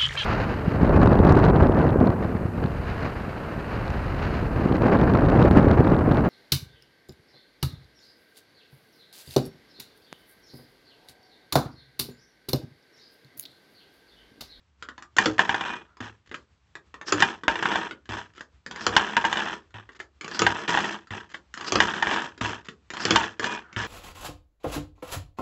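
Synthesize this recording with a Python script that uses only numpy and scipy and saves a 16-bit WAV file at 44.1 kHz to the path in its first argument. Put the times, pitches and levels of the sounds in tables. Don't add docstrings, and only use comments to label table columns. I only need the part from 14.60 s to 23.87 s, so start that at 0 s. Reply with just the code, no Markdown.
import sys
import numpy as np
from scipy import signal
from scipy.fft import rfft, irfft
from scipy.io import wavfile
from scipy.ndimage import map_coordinates

SR = 44100
rng = np.random.default_rng(int(sys.argv[2]) if len(sys.argv) > 2 else 0)


def unload_wav(signal):
    wavfile.write(
        sys.argv[1],
        SR,
        np.round(np.clip(np.atleast_2d(signal).T, -1, 1) * 32767).astype(np.int16),
    )


N = 408807
AGE = np.arange(SR // 2) / SR


def amp(db):
    return 10 ** (np.asarray(db) / 20)


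def unit(x):
    return x / np.sqrt(np.mean(x ** 2) + 1e-20)


def head(x, size=441):
    return x / np.sqrt(np.mean(x[:size] ** 2) + 1e-20)


def along(points, hz):
    point_hz, values = np.transpose(points)
    return np.interp(np.log(hz + 1), np.log(point_hz + 1), values)


def add(track, s, sound):
    part = track[max(round(s * SR), 0):][:len(sound)]
    part += sound[:len(part)]


def through(x, response):
    return signal.fftconvolve(x, response)[:len(x)]


def colour(points, size=2048):
    log_spectrum = np.log(amp(along(points, np.fft.rfftfreq(size, 1 / SR))))
    cepstrum = np.fft.irfft(log_spectrum)
    cepstrum[1:size // 2] *= 2
    cepstrum[size // 2 + 1:] = 0
    response = irfft(np.exp(rfft(cepstrum)))
    return response / np.linalg.norm(response)


def fade(t60):
    return np.exp(-np.log(1000) * AGE / np.maximum(t60, 1e-3))


def ring(modes, detune, soft_db=0):
    hz, db, t60 = np.transpose(modes)[:, :, None]
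    size, shift, side = rng.standard_normal((3, len(modes), 1))
    softening_db = soft_db * np.maximum(np.log2(hz / 1500), 0)
    gain = amp(db + 3 * size - softening_db)
    phase = 2 * np.pi * hz * (1 + detune * shift) * AGE
    return np.sum(np.sign(side) * gain * fade(t60) * np.sin(phase), axis=0)


def ping(hz, t60):
    return head(np.sin(2 * np.pi * hz * AGE) * fade(t60))


def crack(body, t60):
    burst = rng.standard_normal(len(AGE)) * fade(t60)
    return head(through(burst, body))


# (frequency [Hz], t60 [s])
WORKSHOP_DECAY = [(100, .35), (500, 0.28), (2000, 0.12), (8000, 0.12)]


def room(x, wet_db, build_s=0.0018):
    hz, t, z = signal.stft(rng.standard_normal(len(AGE)), SR, nperseg=256)
    decay = np.exp(-np.log(1000) * t / along(WORKSHOP_DECAY, hz)[:, None])
    tail = signal.istft(z * decay, SR, nperseg=256)[1][:len(AGE)]
    tail *= 1 - np.exp(-(AGE / build_s) ** 2)
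    return x + amp(wet_db) * through(x, tail / np.linalg.norm(tail))


# (time [s], level [dB], treble re level [dB])
KNOCKS = [(0.5846, -11, -17.5), (0.7924, -11, -26), (0.8927, -17.5, -26), (0.9439, -21, -24.5),
          (1.0098, -25.5, -22), (2.6231, -11.5, -18), (2.8808, -13.5, -27.5), (2.956, -26, -22),
          (3.0259, -23.5, -18), (3.0561, -18.5, -31), (3.1163, -25, -21), (3.1571, -20, -20.5),
          (4.365, -10, -14), (4.567, -14.5, -21.5), (4.6416, -21.5, -44), (4.65, -19, -19.5),
          (4.7276, -22, -15.5), (4.7712, -25, -18.5), (5.8655, -13, -19), (6.0927, -27, -14),
          (6.1391, -32, -30), (6.1731, -18, -27), (6.2043, -27, -15), (7.2028, -11, -17.5),
          (7.4245, -17, -21.5), (7.4703, -23, -26), (7.5113, -22, -23), (7.569, -33, -15),
          (8.559, -13, -13), (8.842, -24, -14)]
# (frequency [Hz], relative level [dB], t60 [s])
FRAME_MODES = [(793, -7.5, 0.071), (919.5, -5.5, 0.087), (993, -9, .07), (1093, -3.5, 0.035),
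               (1481, -4, 0.035), (1535, 2, 0.015), (1621, -1.5, 0.056), (1813, 2, 0.028),
               (2400, -15.5, 0.15), (2870, -6, 0.044), (3096, -11, 0.06), (3513, -6.5, 0.019)]
# (frequency [Hz], relative level [dB], t60 [s])
BENCH_MODES = [(68, -8.5, 0.28), (99.3, -17, 0.57), (106.4, 1, 0.3), (206, -1.5, 0.1), (247, 3.5, 0.089),
               (317, -14.5, 0.22)]
# (frequency [Hz], relative level [dB])
KNOCK_SPECTRUM = [(40, -19), (100, -13), (330, -6.5), (600, -10), (930, 8.5), (1250, -14), (1700, 6),
                  (2150, -4.5), (3200, -19), (3700, -11), (4400, -45)]
# (frequency [Hz], relative level [dB])
TREBLE_SPECTRUM = [(3000, -47.5), (4000, 21), (5000, 22.5), (5600, 17), (7000, 19.5), (7700, 12.5),
                   (8300, -49)]


def knocks():
    out, body, treble = np.zeros(N), colour(KNOCK_SPECTRUM), colour(TREBLE_SPECTRUM)
    for s, db, treble_db in KNOCKS:
        frame = head(ring(FRAME_MODES, detune=0.0096, soft_db=-.7 * (treble_db + 24.0)))
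        clank = head(frame + amp(-4.0) * crack(body, t60=0.035))
        thud = amp(-32.5) * head(ring(BENCH_MODES, detune=0.0074))
        blow = clank + thud + amp(treble_db) * crack(treble, t60=0.029)
        add(out, s, amp(db) * room(blow, wet_db=-9.0))
    return out


# (time [s], level [dB], treble re level [dB])
CLICKS = [(0.2245, -38.5, -11), (0.2874, -37.5, -17.5), (0.3794, -44, -12), (0.4234, -44, -9),
          (0.5664, -30.5, -6), (0.7816, -29.5, -17.5), (1.7137, -40, -28), (2.1533, -39, -15.5),
          (2.3413, -41, -18), (2.4129, -39, -17), (2.484, -36.5, -9.5), (2.6035, -24, -9),
          (2.835, -35, -20), (3.3098, -35, -18.5), (3.7796, -44.5, -21.5), (5.2908, -46, -25),
          (5.348, -57, -27), (6.078, -31, -13), (8.7953, -28, -12.5)]
# (start [s], gap [s], level [dB])
RUNS = [(4.0628, .0485, -37.5), (5.6107, 0.034, -37), (6.94, .035, -37), (8.3033, .033, -36.5)]
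RUN_S, RUN_TREBLE_DB = .15, -9.5
TOUCH_S, TOUCH_DB, TOUCH_TREBLE_DB = .035, -17, -10
# (frequency [Hz], relative level [dB])
CLICK_SPECTRUM = [(50, -35.5), (150, -11.5), (370, -7), (750, -19), (1200, -7.5), (1550, -8), (1820, -4),
                  (2300, -14), (3100, -12), (3700, -15), (4400, -36.5)]


def clicks():
    out, body, treble = np.zeros(N), colour(CLICK_SPECTRUM), colour(TREBLE_SPECTRUM)
    runs = [(s + later, db, RUN_TREBLE_DB)
            for s, gap_s, db in RUNS
            for later in np.arange(0, RUN_S, gap_s)]
    touches = [(s - TOUCH_S, db + TOUCH_DB, TOUCH_TREBLE_DB) for s, db, _, _ in SLIDER_STOPS]
    for s, db, treble_db in CLICKS + touches + runs:
        pitch_hz = 1500 * np.exp(.18 * rng.normal())
        tick = head(crack(body, t60=.018) + amp(-3) * ping(pitch_hz, t60=.025))
        tick = tick + amp(treble_db) * crack(treble, t60=0.012)
        add(out, s, amp(db) * room(tick, wet_db=-1.5))
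    return out


# (time [s], level of the snap [dB])
RELEASES = [(1.743, -33.5), (3.8082, -37.5), (5.4007, -35), (6.7441, -34), (8.0857, -36)]


def releases(lead_s=0.085):
    out, body, treble = np.zeros(N), colour(CLICK_SPECTRUM), colour(TREBLE_SPECTRUM)
    for s, db in RELEASES:
        for before in lead_s * rng.random(size=12) ** 2:
            slip = crack(body, t60=0.035) + amp(-9.0) * crack(treble, t60=0.038)
            add(out, s - before, amp(-51 - 12 * before / lead_s) * slip)
        pitch_hz = 1700 * np.exp(.08 * rng.normal())
        snap = head(crack(body, t60=.028) + amp(-5) * ping(pitch_hz, t60=.025))
        snap = snap + amp(-21.0) * crack(treble, t60=0.13)
        add(out, s, amp(db) * room(snap, wet_db=-4.5))
    return out


# (time [s], snap level [dB], treble re snap [dB], jar thump level [dB], bench thud level [dB])
DROPS = [(0.6578, -19.5, -8.5, -27, -35), (2.5229, -18, -6.5, -34, -38.5), (4.2655, -19, -6, -33.5, -41),
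         (5.7922, -23.5, -1.5, -33.5, -38.5), (5.8184, -17, -11.5, -44, -35), (7.1213, -22, -4.5, -35, -38),
         (7.1557, -18.5, -8, -34, -34), (8.452, -22, -3.5, -38, -41.5), (8.507, -16.5, -7, -27.5, -34.5)]
# (frequency [Hz], relative level [dB], t60 [s])
JAR_MODES = [(212, -8, 0.034), (325, 2, 0.16), (456, -7.5, 0.18), (560, -5.5, 0.037), (740, -4, 0.064)]


def drops():
    out, body, treble = np.zeros(N), colour(RATTLE_SPECTRUM), colour(TREBLE_SPECTRUM)
    for s, db, treble_db, thump_db, thud_db in DROPS:
        snap = head(crack(body, t60=0.028) * (1 - np.exp(-AGE / 0.00071)))
        snap = snap + amp(treble_db) * crack(treble, t60=0.012)
        thump = head(ring(JAR_MODES, detune=.035) * (1 - np.exp(-AGE / 0.039)), size=1544)
        thud = head(ring(BENCH_MODES, detune=0.037) * (1 - np.exp(-AGE / 0.029)), size=1544)
        wet_snap = room(amp(db) * snap, wet_db=-5.0)
        wet_thump = amp(thump_db) * room(thump, wet_db=-10)
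        add(out, s, wet_snap + wet_thump + amp(thud_db) * thud)
    return out


# (time [s], level of the main clack [dB], treble re level [dB], bench thud level [dB])
SLIDER_STOPS = [(1.4045, -36.5, -16, -40.5), (3.4909, -38.5, -14, -39.5), (5.1415, -46, -26, -46.5),
                (6.5062, -36, -23, -41), (7.812, -30, -16, -33.5), (9.1629, -29.5, -25, -33)]


def slider():
    out, body, treble = np.zeros(N), colour(CLICK_SPECTRUM), colour(TREBLE_SPECTRUM)
    for s, db, treble_db, thud_db in SLIDER_STOPS:
        clack = crack(body, t60=0.034) + amp(treble_db) * crack(treble, t60=0.087)
        thud = head(ring(BENCH_MODES, detune=0.02) * (1 - np.exp(-AGE / 0.0013)), size=2205)
        clack = clack + amp(-6.5) * crack(body, t60=0.0071)
        add(out, s, room(amp(db) * clack + amp(thud_db) * thud, wet_db=-12.5))
    return out


# (start [s], build-up [s], hold [s], peak level [dB], treble re level [dB])
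SHAKES = [(0.565, 0.078, 0.049, -37, -6), (0.789, 0.29, 0.082, -34, -22), (1.403, 0.011, 0.063, -43, -15),
          (2.464, .13, .11, -33.5, -15.5), (2.886, 0.21, .17, -30, -20), (3.496, 0.032, 0.077, -36, -16),
          (4.106, 0.29, 0.15, -31.5, -17.5), (4.664, .12, 0.16, -31.5, -16),
          (5.142, 0.016, 0.034, -47, -22), (5.635, 0.26, 0.15, -32, -16.5),
          (6.08, 0.022, 0.24, -25.5, -13.5), (6.513, 0.027, 0.045, -37, -17),
          (6.97, 0.28, 0.15, -29, -14.5), (7.429, 0.093, 0.13, -29, -15.5),
          (7.809, .025, 0.097, -30.5, -14), (8.334, 0.22, 0.11, -29, -12.5),
          (8.823, 0.019, 0.12, -30, -14.5), (9.166, .02, .1, -32, -14.5)]
BUILD_DB_PER_S, SAG_DB_PER_S, STOP_DB_PER_S = 72, 51.5, 302.5
JOLT_DB, JOLT_DB_PER_S, JOLT_TREBLE_DB = -14.5, 199, -14
QUIVER_DB, QUIVER_DB_PER_S, QUIVER_SHAKE_S = -28.5, 70.5, 0.99


def shaking():
    t, power = np.arange(N) / SR, np.zeros((2, N))
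    for s, build_s, hold_s, db, treble_db in SHAKES:
        since_peak = t[:SR] - build_s
        since_stop = np.maximum(since_peak - hold_s, 0)
        growth_db = BUILD_DB_PER_S * since_peak
        sag_db = -SAG_DB_PER_S * np.minimum(since_peak, hold_s)
        swell_db = np.minimum(growth_db, sag_db)
        quiver = amp(QUIVER_DB - QUIVER_DB_PER_S * since_stop) * (build_s + hold_s) / QUIVER_SHAKE_S
        shake = amp(db + swell_db) * (amp(-STOP_DB_PER_S * since_stop) + quiver)
        add(power[0], s, shake ** 2)
        add(power[1], s, (amp(treble_db) * shake) ** 2)
    for s, db, _ in KNOCKS:
        jolt = amp(db + JOLT_DB - JOLT_DB_PER_S * AGE)
        add(power[0], s, jolt ** 2)
        add(power[1], s, (amp(JOLT_TREBLE_DB) * jolt) ** 2)
    return np.sqrt(power)


# (frequency [Hz], bandwidth [Hz], relative peak response [dB])
SPRING_MODES = [(170.6, 6.4, 3), (216, 19, 4), (331, 27, 7), (967, 22, 10), (1058, 15, 3), (1725, 68, 4.5),
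                (2235, 4.2, -1), (3080, 50, -15)]
# (frequency [Hz], relative level [dB])
RATTLE_SPECTRUM = [(40, -36.5), (120, -26), (170, -5.5), (400, -1.5), (600, -6), (950, -8.5), (1250, 0.5),
                   (1700, -5.5), (2100, -11), (3400, -5.5), (4400, -56.5)]


def rattle(shake, grit, rate=420, spread_db=2.0):
    sizes = amp(spread_db * np.minimum(rng.exponential(size=N), 3))
    contacts = (rng.random(N) < rate / SR) * sizes
    force = np.sqrt(np.abs(through(contacts ** 2, fade(t60=0.011))))
    chatter = force * rng.standard_normal((2, N))
    modes = sum(amp(gain) * width * np.exp(-np.pi * width * AGE) * np.cos(2 * np.pi * hz * AGE)
                for hz, width, gain in SPRING_MODES)
    broad = unit(through(chatter[0], colour(RATTLE_SPECTRUM)))
    resonant = unit(through(chatter[1], modes))
    fizz = unit(through(chatter[1], colour(TREBLE_SPECTRUM)))
    return room(shake * unit(broad + resonant) + grit * fizz, wet_db=-8.5)


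def slug_taps(shake, rate=8, count=9, tap_db=0.5, spread_db=2.0):
    out = np.zeros(N)
    for _ in range(count):
        hits = rng.random(N) < rate / SR
        taps = hits * shake * amp(tap_db + spread_db * (2 * rng.random(N) - 1))
        out += through(taps, head(ring(FRAME_MODES, detune=0.046) * fade(t60=0.048)))
    return out


def swell(s, half_s, hz, width_hz):
    resonance = np.exp(-np.pi * width_hz * AGE) * np.sin(2 * np.pi * hz * AGE)
    middle = AGE[-1] / 2
    envelope = np.exp(-((AGE - middle) / half_s) ** 2 / 2)
    return unit(through(rng.standard_normal(len(AGE)), resonance)) * envelope, s - middle


# (middle [s], envelope deviation [s], centre frequency [Hz], level at the middle [dB])
SCRAPES = [(1.314, 0.034, 1336, -63), (2.489, 0.013, 5450, -35.5), (4.229, 0.023, 5220, -45.5),
           (5.756, 0.016, 4700, -38.5), (7.082, 0.011, 4900, -32.5), (8.422, 0.018, 5100, -38),
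           (9.091, 0.11, 1460, -54)]
# (middle [s], envelope deviation [s], frequency [Hz], level at the middle [dB])
SINGS = [(1.101, 0.055, 2454, -42), (8.921, 0.043, 2450, -37)]


def friction():
    out = np.zeros(N)
    for s, half_s, hz, db in SCRAPES:
        sound, start = swell(s, half_s, hz, width_hz=.13 * hz)
        add(out, start, amp(db) * sound)
    for s, half_s, hz, db in SINGS:
        sound, start = swell(s, half_s, hz, width_hz=6.8)
        add(out, start, amp(db) * sound)
    return out


# (frequency [Hz], relative level [dB])
BACKGROUND_SPECTRUM = [(15, -56), (25, -17.5), (38, -15), (63, 2.5), (135, -13.5), (348, -24.5), (581, -28),
                       (1100, -25), (3280, -31), (8500, -41), (11000, -73.5), (18700, -120)]


def background():
    waver = map_coordinates(rng.standard_normal(N // 2000 + 4), [np.arange(N) / 2000])
    air = unit(through(rng.standard_normal(N), colour(BACKGROUND_SPECTRUM, size=8192)))
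    hum = amp(-72) * np.sqrt(2) * np.sin(2 * np.pi * 70 * np.arange(N) / SR)
    return amp(-64.5 + 2.4 * waver) * air + hum


def scene():
    blows = knocks() + clicks() + releases() + drops() + slider()
    shake, grit = shaking()
    return (blows + rattle(shake, grit) + slug_taps(shake) + friction() + background())[None]


def record(dry, top_hz=7850):
    lean = signal.sosfilt(signal.butter(4, 51, "highpass", fs=SR, output="sos"), dry)
    held = lean / (1 + np.abs(lean / .74) ** 6) ** (1 / 6)
    return signal.sosfilt(signal.cheby1(12, .1, top_hz, fs=SR, output="sos"), held)


dry = scene()
out = record(dry)
unload_wav(out)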